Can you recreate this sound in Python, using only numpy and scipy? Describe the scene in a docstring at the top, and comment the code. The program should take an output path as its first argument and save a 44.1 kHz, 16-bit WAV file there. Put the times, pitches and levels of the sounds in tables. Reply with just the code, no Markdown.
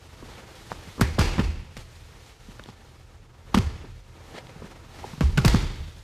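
"""Heavy cotton rubs and swishes, then bodies thud down: two people grapple on a vinyl-covered foam mat.
They land in three bursts. Each thud is a damped oscillation whose pitch falls as a body sinks in.
Hands and sleeves slap the cover and trap pops of air; between falls, friction keeps the jackets sounding.
The gym reverberates for about a second; a nearly mono microphone also picks up low rumble and hiss."""
import sys
import numpy as np
from scipy import signal
from scipy.fft import rfft, irfft, next_fast_len
from scipy.io import wavfile

SR = 44100
rng = np.random.default_rng(int(sys.argv[2]) if len(sys.argv) > 2 else 0)


def master(y):
    """Save y as 16-bit WAV."""
    cut = np.clip(np.atleast_2d(y).T, -1, 1)
    pcm = np.round(cut * 32767)  # scale
    wavfile.write(sys.argv[1], SR, pcm.astype(np.int16))


N = 265923


def amp(db):
    return 10 ** (np.asarray(db) / 20)


def unit(x):
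    return x / np.sqrt(np.mean(x ** 2) + 1e-20)


def along(points, hz):
    """Interpolation of (f/Hz, value) points on a logarithmic frequency axis."""
    f, v = np.transpose(points)
    return np.interp(np.log(hz + 1), np.log(f), v)


def wobble(rate, size=N):
    """Band-limited random modulation with `rate` knots a second."""
    knots = rng.standard_normal(int(size * rate / SR) + 4)
    fine = signal.resample(knots, 8 * len(knots))
    return np.interp(np.arange(size) * 8 * rate / SR, np.arange(len(fine)), fine)


def filtered(x, response):
    """Linear filtering: the spectrum of x times a frequency response."""
    size = x.shape[-1]
    m = next_fast_len(size + 2048)
    return irfft(rfft(x, m) * response(np.fft.rfftfreq(m, 1 / SR)), m)[..., :size]


def noise(colour, size=N, tilt_db=0):
    """Spectral shaping: noise of rms 1 with a colour and a tilt per octave above 500 Hz."""
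    octaves = lambda hz: np.log2(np.maximum(hz, 500))
    response = lambda hz: amp(along(colour, hz) + tilt_db * octaves(hz))
    return unit(filtered(rng.standard_normal(size), response))


def band(centre, width, size=N):
    """Resonance: noise of rms 1 in one steep-sided peak."""
    return unit(filtered(rng.standard_normal(size), lambda hz: 1 / (1 + (2 * (hz - centre) / width) ** 2)))


def add(track, s, sound):
    """Superposition: a sound joins the track at s seconds."""
    part = track[round(s * SR):][:len(sound)]
    part += sound[:len(part)]


def background(floor_db=-53):
    """Ambient noise: hiss, and an uneven rumble in the low modes of the hall."""
    # spectrum of the quiet hall: f/Hz, level/dB
    floor_colour = [(22, -7), (45, 1), (80, -8), (125, -1), (185, -23.5), (300, -26), (470, -22),
                    (650, -27), (1080, -44), (2300, -41), (7000, -39), (14000, -63)]
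    # room modes: f/Hz, width/Hz, level/dB
    room_modes = [(37.7, 10, -57.5), (80, 12.4, -54), (118.3, 13.5, -59)]
    hiss = amp(floor_db) * noise(floor_colour)
    return hiss + sum(amp(db) * band(hz, width) for hz, width, db in room_modes)


def walls(x, echo_db=-22.0, count=7):
    """Comb filtering: weak early echoes from the floor and the nearest wall colour a sound."""
    out = x.copy()
    for delay in rng.uniform(.002, .014, count):
        add(out, delay, amp(echo_db) * rng.choice([-1, 1]) * x)
    return out


def hall(x, colour, build_s=0.0011):
    """Reverberation: the gym stores energy and returns it diffusely, each frequency at its own rate."""
    # reverberation time: f/Hz, T60/s
    decay_times = [(45, 0.95), (130, 1.04), (350, 0.78), (1000, 0.84), (1600, 0.92), (2500, 0.98),
                   (3500, 0.97), (6000, 0.78), (13000, 0.53)]
    # resonances and a notch in the tail: f/Hz, width/Hz, gain/dB
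    tail_peaks = [(854, 140, 3), (2080, 200, 2), (3950, 250, -3), (4500, 200, 2)]
    peaks = lambda hz: amp(sum(db / (1 + (2 * (hz - f) / width) ** 2) for f, width, db in tail_peaks))
    reflections = amp(1.3 * wobble(120))
    hz, t, wash = signal.stft(unit(reflections * filtered(noise(colour), peaks)), SR, nperseg=256)
    power = 2 * np.sum(np.abs(signal.stft(x, SR, nperseg=256)[2]) ** 2, axis=0)
    onset = 1 - np.exp(-(t / build_s) ** 2)
    decay = onset * amp(-60 * t / along(decay_times, hz)[:, None]) ** 2
    decay /= decay.sum(axis=1, keepdims=True)
    stored = signal.fftconvolve(power[None], decay, axes=1)[:, :len(t)]
    return signal.istft(wash * np.sqrt(np.abs(stored)), SR, nperseg=256)[1][:N]


def side_signal(spread, shimmer_db=-24, fizz_db=-70):
    """Decorrelation: a faint artificial fizz and shimmer differ between left and right."""
    # stereo shimmer near 4.5 kHz that fades after each slap: f/Hz, level/dB
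    shimmer_colour = [(200, 3), (2000, -23), (4500, 33), (7000, 3), (14000, -14)]
    # stereo fizz of low rumble, a band near 4.5 kHz and top treble: f/Hz, level/dB
    fizz_colour = [(100, 39), (1000, -3), (4500, 24), (8000, -44), (13000, 35)]
    return amp(shimmer_db) * hall(spread, shimmer_colour) + amp(fizz_db) * noise(fizz_colour)


def boom(body, load, boom_db=-8.0, shake_db=-6, cutoff_hz=130):
    """Low-frequency excitation: deep thuds make the hall boom and their weight shakes the floor."""
    # the hall's response to thuds: f/Hz, level/dB
    boom_colour = [(25, -18), (50, -8.5), (78, 5), (100, -7.5), (180, -12), (300, -30.5), (600, -45),
                   (2000, -80)]
    # the floor's response to weight: f/Hz, level/dB
    shake_colour = [(25, -8), (41, 7), (56, -12), (80, -5), (130, -30), (400, -80)]
    deep = signal.sosfilt(signal.butter(2, cutoff_hz, fs=SR, output="sos"), body)
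    return amp(boom_db) * hall(deep, boom_colour) + amp(shake_db) * hall(load, shake_colour)


def rings(attack_s=0.008):
    """Beating: a cluster of close hall resonances wavers and fades after a hard slap."""
    # pitch depends on the hand and the spot it hits: t/s, level/dB, f/Hz, width/Hz, T60/s
    clusters = [(1.013, -33.5, 1850, 550, 0.28), (1.02, -47, 2230, 350, 0.85), (1.205, -36, 4700, 495, 0.3),
                (1.21, -40.5, 2680, 480, 1.1), (1.21, -40, 2150, 280, .7), (1.23, -49, 4330, 400, .7),
                (3.546, -40, 1050, 200, 0.4), (5.378, -35, 1420, 350, 0.16), (5.479, -42.5, 3530, 750, 1.3),
                (5.479, -43, 4480, 400, .9), (5.479, -44, 2020, 300, 1.05)]
    out, t = np.zeros(N), np.arange(SR) / SR
    for s, db, centre, width, t60 in clusters:
        envelope = amp(db - 60 * t / t60) * (1 - np.exp(-t / attack_s))
        add(out, s, envelope * band(centre, width, size=len(t)))
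    return out


def cloth(rub_db=1.0, swish_db=1.5, catch_db=2.0, rest_s=6.26, rest_db=-4.5):
    """Stick-slip friction: heavy cotton rubs and swishes, catching and letting go as it slides."""
    # one list per stretch of sliding: t/s, rub level/dB, swish level/dB (before rub_db and swish_db)
    slides = [
        [(0.0, -55, -58), (0.17, -54, -58), (0.25, -48, -54), (0.39, -48.5, -53.5), (0.44, -47.5, -57),
         (0.56, -50, -52), (0.65, -52.5, -54), (0.72, -48.5, -51), (0.79, -50, -55), (0.9, -50.5, -52),
         (0.96, -54, -52)],
        [(1.7, -57, -62.5), (1.81, -63, -54), (1.87, -59, -59.5), (1.96, -57, -55.5), (2.14, -54.5, -59),
         (2.28, -56, -56), (2.38, -57, -60), (2.47, -55.5, -56.5), (2.56, -55, -58)],
        [(2.75, -56.5, -63), (2.89, -57.5, -60.5), (3.162, -58, -65), (3.3, -57.5, -68), (3.42, -56.5, -63.5),
         (3.52, -50, -59)],
        [(3.9, -57.5, -62.5), (4.04, -59.5, -63.5), (4.172, -52.5, -61), (4.28, -49.5, -56)],
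        [(4.56, -51.5, -60), (4.68, -49.5, -56.5), (4.8, -51.5, -60.5), (4.87, -52.5, -59),
         (4.96, -50.5, -53.5), (5.094, -48, -51.5), (5.16, -54.5, -53.5)],
    ]
    # spectrum of the low rub: f/Hz, level/dB
    rub_colour = [(80, 8.5), (170, 9), (350, 4), (700, 1), (1100, -1), (2000, -6.5), (3500, -15),
                  (7000, -51)]
    # spectrum of the bright swish: f/Hz, level/dB
    swish_colour = [(800, 0), (2000, 0.5), (4000, 0), (6500, -4.5), (9000, -9.5), (14000, -16.5)]
    s, rub_level, swish_level = np.vstack(slides).T
    t = np.arange(N) / SR
    catch = catch_db * wobble(55)
    rub = unit(noise(rub_colour) * amp(catch)) * amp(np.interp(t, s, rub_level) + rub_db)
    swish = unit(noise(swish_colour) * amp(catch / 2)) * amp(np.interp(t, s, swish_level) + swish_db)
    calming = amp(np.interp(t, [s[-1], rest_s], [0, rest_db]))
    return (rub + swish) * calming


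def scuffs(catch_db=2.5):
    """Sliding friction: a limb drags over the vinyl, gathers speed and comes to a stop."""
    # strokes: fastest moment t/s, run-up/s, stop/s, level/dB, tilt/(dB per octave)
    strokes = [(0.35, .06, 0.066, -50, 0.5), (1.782, .003, .02, -47, 3), (2.28, 0.037, 0.027, -57, 4),
               (4.382, 0.028, 0.017, -39.5, 0), (4.497, .006, .012, -48, -2),
               (5.032, 0.068, 0.061, -47.5, -1.5)]
    # spectrum of a limb on vinyl: f/Hz, level/dB
    drag_colour = [(120, -2), (300, 3.5), (560, 3.5), (840, 3.5), (1080, -4), (2200, -3), (2600, -8),
                   (3000, -5), (3900, -9), (4300, -7), (4900, -15), (8000, -20.5), (14000, -38)]
    out, t = np.zeros(N), np.arange(SR // 2) / SR - 1 / 4
    for s, run_up, stop, db, bright_db in strokes:
        stroke = np.exp(-(t / np.where(t < 0, run_up, stop)) ** 2 / 2)
        grip = amp(catch_db * wobble(150.4, size=len(t)))
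        friction = unit(noise(drag_colour, size=len(t), tilt_db=bright_db) * grip)
        add(out, s + t[0], amp(db) * stroke * friction)
    return out


def crumples(folds_per_s=1800, scatter_db=4.0):
    """Buckling: stiff cotton gives way in a short shower of tiny snaps of uneven size."""
    # jackets crumpling after a landing: t/s, level/dB, swell time/s
    showers = [(1.205, -41, 0.011), (2.667, -55.5, 0.015), (5.222, -45, .012), (5.48, -35, 0.013),
               (5.523, -37, .009), (5.56, -44, 0.035)]
    # spectrum of a snapping fold: f/Hz, level/dB
    crease_colour = [(500, -14), (1400, -3), (2600, 0), (4800, 0), (7000, -5), (14000, -23)]
    out, t = np.zeros(N), np.arange(SR // 2) / SR
    for s, db, swell in showers:
        snaps = (rng.random(len(t)) < folds_per_s / SR) * rng.choice([-1, 1], len(t))
        sizes = amp(scatter_db * rng.standard_normal(len(t)))
        grit = unit(filtered(snaps * sizes, lambda hz: amp(along(crease_colour, hz))))
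        add(out, s, amp(db) * t / swell * np.exp(1 - t / swell) * grit)
    return out


def pops():
    """Cavity resonance: a pocket of air trapped between skin and vinyl rings briefly."""
    # air pockets: t/s, level/dB, f/Hz, life/cycles
    pockets = [(0.718, -14.5, 920, 0.71), (0.7277, -26, 1250, 0.9), (1.0131, -9, 1260, 1.4),
               (1.183, -17.5, 604, 0.95), (1.1905, -17.5, 1150, 3), (2.5958, -32.5, 1280, 1),
               (2.638, -34.5, 3600, 3.5), (3.5443, -10, 1068, 3.5), (4.6203, -34, 446, 2.1),
               (5.0412, -26, 850, 3), (5.045, -32, 450, 2.2), (5.2078, -20, 400, 1.4),
               (5.377, -20, 1500, 14), (5.378, -23.5, 2580, 7), (5.4463, -16, 517, 1.2),
               (5.4784, -20.5, 1890, 6), (5.5468, -17.5, 850, 1.5)]
    out, t = np.zeros(N), np.arange(SR // 20) / SR
    for s, db, hz, cycles in pockets:
        age = 2 * t * hz / cycles
        envelope = (age * np.exp(1 - age)) ** 2
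        add(out, s, -amp(db) * envelope * np.sin(2 * np.pi * hz * t))
    return out


def puff(swell, bright_db, crinkle_db=3.0):
    """Flow noise: air is squeezed out from under a hand or sleeve."""
    # spectrum of a slap on the cover: f/Hz, level/dB
    cover_colour = [(120, -3), (300, 5), (600, 2), (1080, 0.5), (1500, 2), (3000, -3), (5000, -8.5),
                    (8000, -18), (14000, -29)]
    t = np.arange(SR // 16) / SR
    squeeze = t / swell * np.exp(1 - t / swell)
    folds = amp(crinkle_db * wobble(974, size=len(t)))  # folds of cloth hit one after another
    burst = squeeze * folds * noise(cover_colour, size=len(t), tilt_db=bright_db)
    return burst * np.linalg.norm(squeeze) / np.linalg.norm(burst)


def slaps():
    """Impact noise: a slap lands flat or rolls on in stages. Returns direct sound and hall feed."""
    # skin and cloth on the cover: t/s, level/dB, swell time/s, tilt/(dB per octave), send/dB, roll (0-1)
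    strikes = [(0.9966, -24, 0.00058, -14, -14, 1), (1.0118, -18.5, 0.0011, 4, -3.5, 1),
               (1.0193, -22.5, 0.0013, -2, -7.5, 1), (1.1908, -19.5, .0015, 0.5, 5.5, 0.96),
               (1.21, -21.5, 0.0026, -1.5, -3, 0.9), (1.3815, -24.5, .0008, -6, -8, .1),
               (1.392, -22.5, 0.0029, -5, -6, 0.83), (1.7675, -31, 0.001, -2.5, -4.5, .1),
               (1.7742, -37, .001, 2, -6, .1), (2.595, -34.5, 0.00086, -5.5, -12, 0.55),
               (2.6385, -43, 0.00049, 3, -1, .3), (2.659, -36, 0.0007, -4.5, -13, .2),
               (2.687, -42.5, 0.0017, -5.5, -3, 1), (2.695, -45, .0006, -3, -6, .3),
               (3.5454, -16, .0012, -0.5, -12, 0.9), (3.5769, -22, 0.0009, 0, -16, .9),
               (3.586, -20.5, 0.00063, 0, -15, .25), (3.845, -42.5, 0.0039, -8, -12, 0.9),
               (4.469, -37.5, 0.00049, -3, -2.5, .3), (4.6205, -38.5, 0.00056, -14, -2, .3),
               (5.045, -35, 0.0026, -13, -6, .4), (5.2081, -18, .0006, -2.3, -4, .1),
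               (5.213, -25.5, .002, -6, -10, .5), (5.377, -19, .0015, -1, -5.5, 1),
               (5.449, -14.5, .001, -2, 1.5, .9), (5.457, -22.5, 0.0015, 8, -12, .6),
               (5.4784, -17.5, .0014, 2, -1, .3), (5.5473, -16.5, 0.00041, -3.5, 0, .1),
               (5.559, -27, .0007, 0, -8, .3)]
    # edge of the hand, palm, then sleeve: delay/swell times, gain/dB, length/swell times,
    # added tilt/(dB per octave)
    stages = [(-2.5, -5.5, 0.87, 0), (0, -2, 1.15, 2.5), (5.0, -10.5, 1.89, 2)]
    direct, spread = np.zeros(N), np.zeros(N)
    for s, db, swell, bright_db, send_db, roll in strikes:
        for delay, stage_db, length, tilt_db in stages:
            share = roll if delay else 1  # the palm always claps in full
            burst = share * amp(db + stage_db) * puff(length * swell, bright_db + tilt_db)
            add(direct, s + delay * swell, burst)
            add(spread, s + delay * swell, amp(send_db) * burst)
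    return direct, spread


def thuds(sink_s=0.0138, attack_s=0.001):
    """Damped oscillation: the pitch falls as a body sinks into foam. Returns sound and floor load."""
    # hands, knees and bodies: t/s, level/dB, starting f/Hz, share of body weight (0-1), crunch gain/dB
    landings = [(0.225, -34.5, 400, 0.15, -10), (0.719, -35, 270, 0.1, -9), (0.874, -37.5, 233, 0.5, -5),
                (0.98, -32, 317, 0.3, -5), (0.996, -25, 280, 0.1, -6), (1.012, -10, 225, 0.5, -12),
                (1.03, -17, 62, 0.57, -16), (1.184, -14.5, 290, 0.28, -8), (1.191, -13, 185, 0.93, -9),
                (1.379, -18, 280, 0.33, -6), (1.392, -12, 272, 0.2, -9), (1.43, -19.5, 52, 0.85, -10),
                (1.7685, -35, 267, 0.6, -7), (2.485, -35, 232, 0.1, -17), (2.596, -40.5, 300, 0, -9),
                (2.686, -36, 276, 0.12, -7), (3.5455, -12.5, 257, 0.15, -11),
                (3.5718, -7.5, 295, 0.15, -23), (3.588, -13.5, 105, .25, -22), (3.683, -31, 95, 0.1, -14),
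                (3.795, -30.5, 62, .6, -16), (3.841, -37, 350, 0.05, -11), (4.345, -37, 235, 0, -14),
                (4.562, -35, 198, 0, -14), (4.62, -34, 280, 0.1, -8), (4.641, -30.5, 200, 0, -15),
                (5.133, -29.5, 218, 0, -8), (5.179, -29.5, 182, 0.1, -14), (5.2084, -10.5, 225, 0.45, -16),
                (5.231, -10.5, 66, 0.71, -16), (5.258, -20, 65, .6, -24), (5.374, -15, 182, 0.35, -13),
                (5.3816, -9.5, 170, 0.04, -18), (5.448, -12, 292, 0.46, -12), (5.457, -11, 175, .9, -14),
                (5.491, -15, 75, 0.75, -11), (5.5431, -9, 206, 0.3, -18), (5.628, -21, 160, .3, -14),
                (5.703, -24.5, 110, 0.55, -13), (5.8, -26, 85, .5, -13)]
    # short modes of the mat: f/Hz, level/dB, T60/s
    mat_modes = [(177, -22, 0.074), (229, -20, 0.088), (383.4, -21.5, 0.14), (471, -26, 0.07)]
    # spectrum of a body's dull crunch: f/Hz, level/dB
    flesh_colour = [(25, 3), (100, 14.5), (200, -7), (420, -1), (650, -20), (1100, 2), (2500, -44)]
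    touch_hz, body_hz = 124, 43  # a whole body settles lower than a light touch
    touch_life_s, body_life_s = 0.012, 0.035  # and its thud lasts longer
    out, load, t = np.zeros(N), np.zeros(N), np.arange(SR // 6) / SR
    modes = np.array([amp(db - 60 * t / t60) * np.sin(2 * np.pi * hz * t) for hz, db, t60 in mat_modes])
    for s, db, start_hz, weight, crunch_db in landings:
        rest_hz = touch_hz * (body_hz / touch_hz) ** weight
        life = touch_life_s * (body_life_s / touch_life_s) ** weight
        lurch = np.exp(.16 * wobble(400, size=len(t)))
        pitch = lurch * (rest_hz + (start_hz - rest_hz) * np.exp(-t / sink_s))
        push = -np.sin(2 * np.pi * np.cumsum(pitch) / SR)
        hardness = pitch / 180  # slow, heavy settling is smooth and hardly rings the mat
        crunch = amp(crunch_db) * hardness * noise(flesh_colour, size=len(t))
        ring = amp(rng.normal(0, 0.68, len(mat_modes))) @ modes
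        onset = 1 - np.exp(-t / attack_s)
        blow = amp(db) * onset * (np.exp(-t / life) * (push + crunch) - hardness[0] * ring)
        add(out, s, blow)
        add(load, s, weight * blow)
    return out, load


def scene(reverb_db=-1.0):
    """Mid-side stereo: direct and reverberant sound add up near the centre, with a faint side signal."""
    # the hall's response to slaps and pops: f/Hz, level/dB
    hall_colour = [(100, 12.5), (300, 11), (450, 6), (650, 1.5), (1100, 1), (1600, -0.5), (2600, -2),
                   (3600, -4.5), (4700, -5.5), (6500, -9.5), (9000, -16.5), (14000, -26.5)]
    body, load = thuds()
    air_pops = pops()
    slap, spread = slaps()
    low_tail = boom(body, load)
    bright_tail = amp(reverb_db) * hall(spread + air_pops / 2, hall_colour) + rings()
    sustained = walls(bright_tail + cloth() + scuffs() + crumples())
    mid = body + low_tail + air_pops + slap + sustained + background()
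    side = side_signal(spread)
    lean_db = lambda hz: along([(150, 0.37), (400, 0.24), (4000, 0.21)], hz)  # rightward, most in the bass
    return filtered(np.array([mid + side, mid - side]), lambda hz: amp([-lean_db(hz), lean_db(hz)]))


def record(dry, low_hz=23, top_hz=14400):
    """Band limiting: the microphone loses the deepest bass and the recorder the top treble."""
    highpass = signal.butter(3, low_hz, "highpass", fs=SR, output="sos")
    return filtered(signal.sosfilt(highpass, dry), lambda hz: 1 / np.sqrt(1 + (hz / top_hz) ** 70))


dry = scene()
out = record(dry)
master(out)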